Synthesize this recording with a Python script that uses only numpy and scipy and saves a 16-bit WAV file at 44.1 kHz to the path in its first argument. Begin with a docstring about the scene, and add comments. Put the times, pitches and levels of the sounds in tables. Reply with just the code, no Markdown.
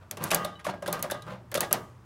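"""Outdoors at night, under a low, distant drone, a live cable is touched to the starter terminal of a
small tractor engine. A faint, dark rustle dies away, then the first spark snaps and echoes in the
engine bay. The starter gear clacks and drags on the flywheel, which rings, while the contact fries.
The solenoid plunger slams home and a loose part pings. Sparks, clacks and scrapes return in uneven
flurries, ending on a sharp snap and a last ring of the flywheel; the engine never fires."""
import sys
import numpy as np
from scipy import signal
from scipy.fft import irfft
from scipy.io import wavfile
from scipy.ndimage import uniform_filter1d

SR = 44100
rng = np.random.default_rng(int(sys.argv[2]) if len(sys.argv) > 2 else 0)


def digitize_waveform(pressure):
    """Quantize a signal to 16-bit integers and store it at the path in sys.argv[1].

    Rows of a 2-D input are taken as channels; values are limited to [-1, 1].
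    """
    field = np.atleast_2d(pressure).T
    bounded = np.clip(field, -1, 1)
    quanta = np.round(bounded * 32767).astype(np.int16)
    wavfile.write(sys.argv[1], SR, quanta)


N = 90404
T = np.arange(SR * 3 // 5) / SR  # time axis of a single hit [s]


def amp(db):
    """Decibels to gain."""
    return 10 ** (np.asarray(db) / 20)


def unit(x):
    """Scales to rms 1."""
    return x / np.sqrt(np.mean(x ** 2) + 1e-20)


def read(points, hz):
    """Reads a curve on a log-frequency axis."""
    f, value = np.transpose(points)
    return np.interp(np.log(hz + 1), np.log(f), value)


def add(mix, s, sound):
    """Mixes a sound in at s seconds."""
    part = mix[max(round(s * SR), 0):][:len(sound)]
    part += sound[:len(part)]


def colour(x, eq, size=2048):
    """Minimum-phase EQ with unit power gain: only the curve's shape counts."""
    log_gain = np.log(unit(amp(read(eq, abs(np.fft.fftfreq(size, 1 / SR))))))
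    taps = np.fft.ifft(np.exp(np.conj(signal.hilbert(log_gain)))).real
    return signal.fftconvolve(x, taps)[:len(x)]


def tilted(eq, db_per_octave):
    """A brighter or duller version of an EQ curve."""
    return [(hz, db + db_per_octave * np.log2(hz)) for hz, db in eq]


def hiss(n):
    """Noise with a flat spectrum and random phases."""
    return unit(irfft(np.exp(2j * np.pi * rng.random(n // 2 + 1)), n))


def fizz(n, grain_db=4):
    """Hiss with a fast, grainy flicker in level."""
    flicker = unit(uniform_filter1d(rng.standard_normal(n), size=40))
    return hiss(n) * unit(amp(grain_db * np.clip(flicker, -2, 2)))


def wander(shape, width_hz):
    """Random phase drift that widens a pure tone."""
    return np.cumsum(rng.standard_normal(shape), -1) * np.sqrt(2 * np.pi * width_hz / SR)


def ring(modes, detune=0., attack_s=1 / SR, width_hz=0.):
    """Modes that build up and decay, slightly different at every blow."""
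    hz, db, t60 = np.transpose(modes)[:, :, None]
    hz = hz * (1 + detune * rng.standard_normal(hz.shape))
    t = T[:int(SR * t60.max())]
    envelope = np.minimum(t / attack_s, 1) * amp(db - 60 * np.maximum(t - attack_s, 0) / t60)
    phase = 2 * np.pi * (hz * t + rng.random(hz.shape)) + wander(envelope.shape, width_hz)
    return (envelope * np.sin(phase)).sum(0)


def tail(eq, t60, size=128, attack_s=0.00031, build_cycles=2.8):
    """Dense reflections: the bass builds up later and dies more slowly than the treble."""
    hz, t, bands = signal.stft(colour(hiss(len(T)), eq), SR, nperseg=size)
    hz = hz[:, None] + SR / size / 2
    bands = bands * amp(-60 * t / read(t60, hz)) * (1 - np.exp(-t * hz / build_cycles))
    return signal.istft(bands, SR, nperseg=size)[1][:len(T)] * (1 - np.exp(-T / attack_s))


def reverb(x, eq, t60):
    """Reflections of a sound, through a tail of unit energy."""
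    taps = tail(eq, t60)
    return signal.fftconvolve(x, taps / np.linalg.norm(taps))[:N]


# Drone automation (time [s], pitch [Hz], level [dB])
DRONE_PATH = [(0, 90.5, -55), (.15, 99.6, -56), (.55, 101.2, -64), (0.851, 108.7, -66.5),
              (1.15, 121, -55.5), (1.5, 120.3, -50.5), (1.7, 116.4, -56), (1.829, 118, -50.5),
              (2.05, 116, -58)]
# Bass-heavy night air (frequency [Hz], level [dB])
AIR_EQ = [(20, -39), (30, -27), (45, -20.5), (68, -2), (110, 1), (200, -11.5), (300, -11), (600, -23.5),
          (1000, -18), (1200, -18), (1500, -22.5), (2200, -30), (4000, -37.5), (7500, -41), (16000, -48.5)]


def night_bed(waver_depth=0.019, flutter_db=2.7, air_db=-54):
    """Night air and a far drone that wavers in pitch and level."""
    s, hz, db = np.transpose(DRONE_PATH)
    t = np.arange(N) / SR
    points = N * 24 // SR  # 24 random values a second
    waver, flutter = (unit(signal.resample(rng.standard_normal(points), N)) for _ in range(2))
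    cycles = np.cumsum(np.interp(t, s, hz) * (1 + waver_depth * waver)) / SR
    drone = amp(np.interp(t, s, db) + flutter_db * flutter) * unit(np.sin(2 * np.pi * cycles))
    return drone + amp(air_db) * colour(rng.standard_normal(N), AIR_EQ, size=8192)


# The faint opening rustle, then drags of the gear (time [s], length [s], level [dB])
SCRAPE_CUES = [(0, 0.048, -53), (0.165, 0.15, -36), (0.343, 0.19, -41.5), (0.654, 0.071, -35.5),
               (0.845, 0.22, -40.5), (1.142, 0.056, -58.5), (1.22, 0.17, -40)]
# Dark, grinding tone (frequency [Hz], level [dB])
SCRAPE_EQ = [(70, -14), (165, 15.5), (250, -1), (600, -1.5), (1150, 1.5), (2000, -11), (3300, -14.5),
             (5500, -24.5), (11000, -32), (16000, -36.5)]
# Boomy body of scrape echoes and housing thuds (frequency [Hz], level [dB])
THUD_EQ = [(60, -41.5), (170, 0.5), (260, -9.5), (370, -2), (450, -15.5), (590, 0.5), (800, -3.5),
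           (1150, -4.5), (1800, -12), (3500, -26.5), (8000, -39.5), (16000, -39)]
# Engine bay reverb (frequency [Hz], 60 dB decay time [s])
BAY_DECAY = [(100, 0.7), (600, 0.39), (1500, 0.15), (5000, 0.33), (15000, 0.049)]


def rustle_and_scrapes(grains_per_s=2400, spread_db=3.5, arch_power=2.1, echo_db=-1.5):
    """Dense grains swell and linger in the bay: a dark rustle, later the gear slipping on the rim."""
    swells = np.zeros(N)
    for s, length, db in SCRAPE_CUES:
        arch = abs(np.sin(np.pi * np.arange(0, length, 1 / SR) / length))
        add(swells, s, amp(db) * arch ** arch_power)
    grains = (rng.random(N) < grains_per_s / SR) * rng.choice([-1., 1.], N)
    strength = amp(spread_db * np.minimum(rng.exponential(1, N), 2.5))
    grit = swells * unit(grains * strength)
    return colour(grit, SCRAPE_EQ) + amp(echo_db) * reverb(grit, THUD_EQ, BAY_DECAY)


# Arcs at the terminal (time [s], length [s], crack level [dB], tilt [dB/octave], echo level [dB])
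SPARK_CUES = [(0.1113, 0.002, -28.5, -3.5, -38), (.239, 0.0021, -22.5, 2.5, -38.5),
              (0.346, 0.003, -16, 0.3, -23), (0.9277, 0.0012, -21, -1.5, -28.5),
              (1.026, 0.0021, -23, 3, -30.5), (1.111, 0.0028, -30, -2, -35), (1.516, 0.0015, -38.5, 1, -57),
              (1.5424, 0.0021, -27, -5, -31), (1.6064, .0012, -16, -0.8, -25),
              (1.7278, 0.0014, -12, 1, -23.5)]
# Bright, dry crack (frequency [Hz], level [dB])
CRACK_EQ = [(300, -32.5), (1000, -18), (1830, -17), (3010, -18.5), (4620, -8.5), (5570, -13.5), (6400, -4),
            (7620, -9), (8450, -4), (9300, -12), (10800, -3), (11700, 2.5), (12700, -7.5), (15100, -12),
            (16000, -4)]
# Spark echoes from the bay and the yard (frequency [Hz], level [dB])
SPARK_BAY_EQ = [(70, -34.5), (130, -9), (180, 9), (250, 0), (400, -2), (580, 4.5), (1150, -2), (2200, -5),
                (4500, -8), (8000, -15.5), (11500, -7.5), (16000, -4.5)]
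YARD_EQ = [(100, -5), (600, 10), (1500, -5.5), (4000, -20), (8000, -18.5), (16000, -16)]
# Their tails (frequency [Hz], 60 dB decay time [s])
SPARK_BAY_DECAY = [(100, 0.77), (200, 0.3), (600, 0.32), (1300, 0.3), (3000, 0.14), (7000, 0.17),
                   (15000, 0.033)]
YARD_DECAY = [(100, 0.78), (1000, 0.34), (6000, 0.62), (15000, 0.31)]


def sparks(release_s=0.0005, afterglow_s=0.0059, afterglow_db=-9.5, snap_db=10, yard_db=-13):
    """Each arc spits briefly around one sharp snap; the bay and the yard throw back duller echoes."""
    out, t = np.zeros(N), T[:SR // 20]
    for s, arc_s, crack_db, tilt, echo_db in SPARK_CUES:
        burn = np.exp(-np.maximum(t - arc_s, 0) / release_s)
        afterglow = amp(afterglow_db) * np.exp(-t / afterglow_s)
        arc = (burn + afterglow) * rng.choice([-1., 1.], len(t))
        add(arc, .0005, amp([snap_db]))  # the snap is a one-sample spike
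        add(out, s, amp(crack_db) * colour(arc, tilted(CRACK_EQ, tilt)))
        echoes = tail(SPARK_BAY_EQ, SPARK_BAY_DECAY) + amp(yard_db) * tail(YARD_EQ, YARD_DECAY)
        add(out, s, amp(echo_db) * echoes)
    return out


# Gear hits (time [s], tick level [dB], tick decay [s], tick tilt [dB/octave], clink level [dB],
# clink pitch [Hz], knock level [dB], knock pitch [Hz], rumble level [dB])
CLACK_CUES = [(.17, -38, .0065, -0.5, -39, 2735, -40.5, 426, -34),
              (0.305, -23.5, 0.0063, -0.5, -33, 2140, -48, 640, -73),
              (0.3133, -18.5, 0.0034, 2.5, -19, 2760, -21.5, 623, -19.5),
              (0.331, -29.5, 0.015, -8, -28, 1634, -23, 1164, -28),
              (.593, -49, 0.022, -7.5, -42, 1920, -68, 610, -49.5),
              (0.6445, -36.5, 0.011, -3, -50, 2160, -40, 1170, -42),
              (.6493, -45, 0.0089, 4, -43, 2000, -35, 1120, -35),
              (0.6651, -32.5, 0.0089, -5, -29.5, 1600, -25.5, 604, -28),
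              (0.685, -59, 0.0054, 3, -38, 1740, -28.5, 967, -29.5),
              (.692, -35, 0.0077, -5, -40, 1710, -31, 697, -31.5),
              (.707, -51, 0.0045, -3, -43, 4220, -50, 596, -51),
              (.735, -55, .005, -7, -56, 1560, -34, 723, -32.5),
              (0.8226, -35.5, 0.0043, -2.2, -44, 1480, -37, 560, -30),
              (0.8603, -41, 0.029, -4, -30, 1564, -35, 363, -45),
              (0.9923, -43, 0.009, 2, -54, 1500, -57, 1330, -50),
              (1.041, -44, .008, -3.5, -35, 1860, -28.5, 567, -27.5),
              (1.1, -43, 0.005, -3, -26.5, 1540, -43, 555, -44),
              (1.143, -51, .0065, -7, -39, 1642, -34, 590, -34),
              (1.2207, -41, 0.0026, 1.5, -42.5, 3850, -70, 1130, -51.5),
              (1.5171, -38, 0.0075, -4, -39.5, 1740, -37.5, 565, -34.5),
              (1.55, -22, 0.0065, -1, -30, 1940, -23, 570, -24),
              (1.629, -37, 0.022, -5.5, -27.5, 2006, -28, 627, -33.5),
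              (1.71, -31.5, 0.0045, -3, -35, 2910, -32.5, 1256, -26.5)]
# Crisp top of ticks and sizzles (frequency [Hz], level [dB])
TICK_EQ = [(200, -29), (1200, -1), (2500, 2), (5000, 1.5), (8500, -0.5), (11000, -0.5), (13000, -7),
           (15000, -6), (16000, -26.5)]


def gear_clacks(attack_s=0.0011, tail_db=-21, knock_lag_s=0.00099, rumble_lag_s=0.001471):
    """Metal on metal: a rasping tick and a clink at contact, a hard knock, then the housing rumbles."""
    out = np.zeros(N)
    for s, tick_db, decay_s, tilt, clink_db, clink_hz, knock_db, knock_hz, rumble_db in CLACK_CUES:
        eq = tilted(TICK_EQ, tilt)
        rasp = fizz(len(T)) * (1 - np.exp(-T / attack_s)) * np.exp(-T / decay_s)
        tick = colour(rasp, eq) + amp(tail_db) * tail(eq, BAY_DECAY)
        add(out, s, amp(tick_db) * tick + amp(clink_db) * clink(clink_hz))
        add(out, s + knock_lag_s, amp(knock_db) * knock(knock_hz))
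        add(out, s + rumble_lag_s, amp(rumble_db) * rumble())
    return out


# Bright partials of the gear (frequency [Hz], level [dB], 60 dB decay time [s])
GEAR_MODES = [(1620, -6, 0.41), (1960, -3.5, 0.063), (2980, -13.5, 0.15), (3440, -9.5, 0.2),
              (4530, -10, 0.023), (10600, -3, 0.036)]


def clink(hz, attack_s=0.00052, decay_s=0.007, width_hz=180, gear_db=-9.5):
    """The struck spot gives a brief, rough ping at its own pitch, over the modes of the gear."""
    phase = 2 * np.pi * (hz * T + rng.random()) + wander(len(T), width_hz)
    ping = np.sin(phase) * np.exp(-T / decay_s)
    add(ping, 0, amp(gear_db) * ring(GEAR_MODES, detune=0.014))
    return ping * (1 - np.exp(-T / attack_s))


# Midrange grit in a knock (frequency [Hz], level [dB])
KNOCK_EQ = [(100, -25.5), (350, -1), (700, 2.5), (1200, -1.5), (2000, -23.5), (5000, -32), (16000, -50.5)]


def knock(hz, peak_s=0.0041, sag_per_s=6, grit_db=-7):
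    """The punch of a blow: a few heavily damped, rough cycles that sag in pitch."""
    t = T[:SR // 20]
    envelope = (t / peak_s * np.exp(1 - t / peak_s)) ** 2
    cycles = np.cumsum(hz * np.exp(-sag_per_s * (t - peak_s))) / SR
    tone = np.sin(2 * np.pi * (cycles + rng.random()))
    return envelope * (tone + amp(grit_db) * colour(hiss(len(t)), KNOCK_EQ))


# Low partials of the housing (frequency [Hz], level [dB], 60 dB decay time [s])
HOUSING_MODES = [(173.3, -12.5, 0.33), (190, -6.5, 0.19), (367.8, -6, 0.13), (592.7, -1, 0.16),
                 (714, -7.5, 0.043), (1120, 8, 0.016)]


def rumble(attack_s=0.0067, decay_s=0.01, burst_db=-1.5, tail_db=-10.5, housing_db=-3.5):
    """The housing swells and booms after a blow."""
    burst = colour(hiss(len(T)) * np.exp(-T / decay_s), THUD_EQ)
    thud = amp(burst_db) * burst + amp(tail_db) * tail(THUD_EQ, BAY_DECAY)
    add(thud, 0, amp(housing_db) * ring(HOUSING_MODES, detune=0.029))
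    return thud * (1 - np.exp(-T / attack_s))


# Blows and rubs on the flywheel (time [s], attack [s], level [dB])
CLANG_CUES = [(.2, .025, -43), (.312, .015, -36), (.36, .05, -34.5), (.51, .02, -49), (.895, .05, -37.5),
              (1.115, .04, -43), (1.55, .05, -40), (1.729, .015, -39.5)]
# Its bell-like partials (frequency [Hz], level [dB], 60 dB decay time [s])
FLYWHEEL_MODES = [(461, -10, .45), (603, -9, .45), (813, -9, .45), (1139, -5, .42), (1226, 0, .42),
                  (1576, -7, .27), (1723, -16, .26), (1923, -15, .4), (1985, -14, .42), (2758, -19, .4),
                  (2868, -18, .4), (3092, -18, .45)]


def flywheel():
    """The iron flywheel sings up as the gear hits or rubs it, then rings on."""
    out = np.zeros(N)
    for s, attack_s, db in CLANG_CUES:
        add(out, s, amp(db) * ring(FLYWHEEL_MODES, attack_s=attack_s, width_hz=3))
    return out


# Frying at the terminal (time [s], length [s], level [dB])
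SIZZLE_CUES = [(0.208, 0.1, -47), (0.309, 0.038, -36)]


def sizzles():
    """The contact fries softly around the early snaps."""
    out = np.zeros(N)
    for s, length, db in SIZZLE_CUES:
        n = int(length * SR)
        add(out, s, amp(db) * fizz(n) * signal.windows.tukey(n, .5))
    return colour(out, TICK_EQ)


# Plunger strokes (time [s], slide level [dB], knock level [dB], knock pitch [Hz], rumble level [dB])
PLUNGER_CUES = [(.4455, -30, -26.5, 598, -31.5), (0.8761, -30.5, -26, 560, -23.5),
                (1.114, -30.5, -25.5, 586, -34), (1.573, -29, -22, 590, -30.5)]
# Sharply peaked chirr of the slide (frequency [Hz], level [dB])
SLIDE_EQ = [(300, 3), (1200, -0.5), (2200, 0), (3200, 2), (3600, 16.5), (4050, 7.5), (4500, 3.5),
            (7000, -1.5), (11500, 4), (13500, -9), (16000, -3)]


def plunger(attack_s=.002, slide_s=0.0049, release_s=0.0037, tail_db=-14, stop_lag_s=0.002523):
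    """The solenoid plunger slides with a bright chirr and slams into its stop."""
    out = np.zeros(N)
    envelope = np.minimum(T / attack_s, 1) * np.exp(-np.maximum(T - slide_s, 0) / release_s)
    for s, slide_db, knock_db, knock_hz, rumble_db in PLUNGER_CUES:
        chirr = colour(fizz(len(T)) * envelope, SLIDE_EQ) + amp(tail_db) * tail(SLIDE_EQ, BAY_DECAY)
        add(out, s, amp(slide_db) * chirr)
        add(out, s + stop_lag_s, amp(knock_db) * knock(knock_hz))
        add(out, s + stop_lag_s, amp(rumble_db) * rumble())
    return out


# Jolts of a loose part (time [s], level [dB])
PING_CUES = [(0.555, -47.5), (1.116, -52)]
# Its two high partials (frequency [Hz], level [dB], 60 dB decay time [s])
LOOSE_PART_MODES = [(2988, -1.5, 0.16), (3870, -5, .12)]


def loose_part():
    """A small loose metal part is jolted and rings thinly."""
    out = np.zeros(N)
    for s, db in PING_CUES:
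        add(out, s, amp(db) * ring(LOOSE_PART_MODES))
    return out


def scene():
    """All layers in one mono mix."""
    mix = night_bed() + rustle_and_scrapes() + sparks() + gear_clacks()
    mix += flywheel() + sizzles() + plunger() + loose_part()
    return mix[None]


def record(dry, cutoff_hz=15950):
    """A steep low-pass trims the very top of the mix."""
    lowpass = signal.firwin(255, cutoff_hz, window=("kaiser", 8), fs=SR)
    return signal.oaconvolve(dry, lowpass[None], "same")


dry = scene()
out = record(dry)
digitize_waveform(out)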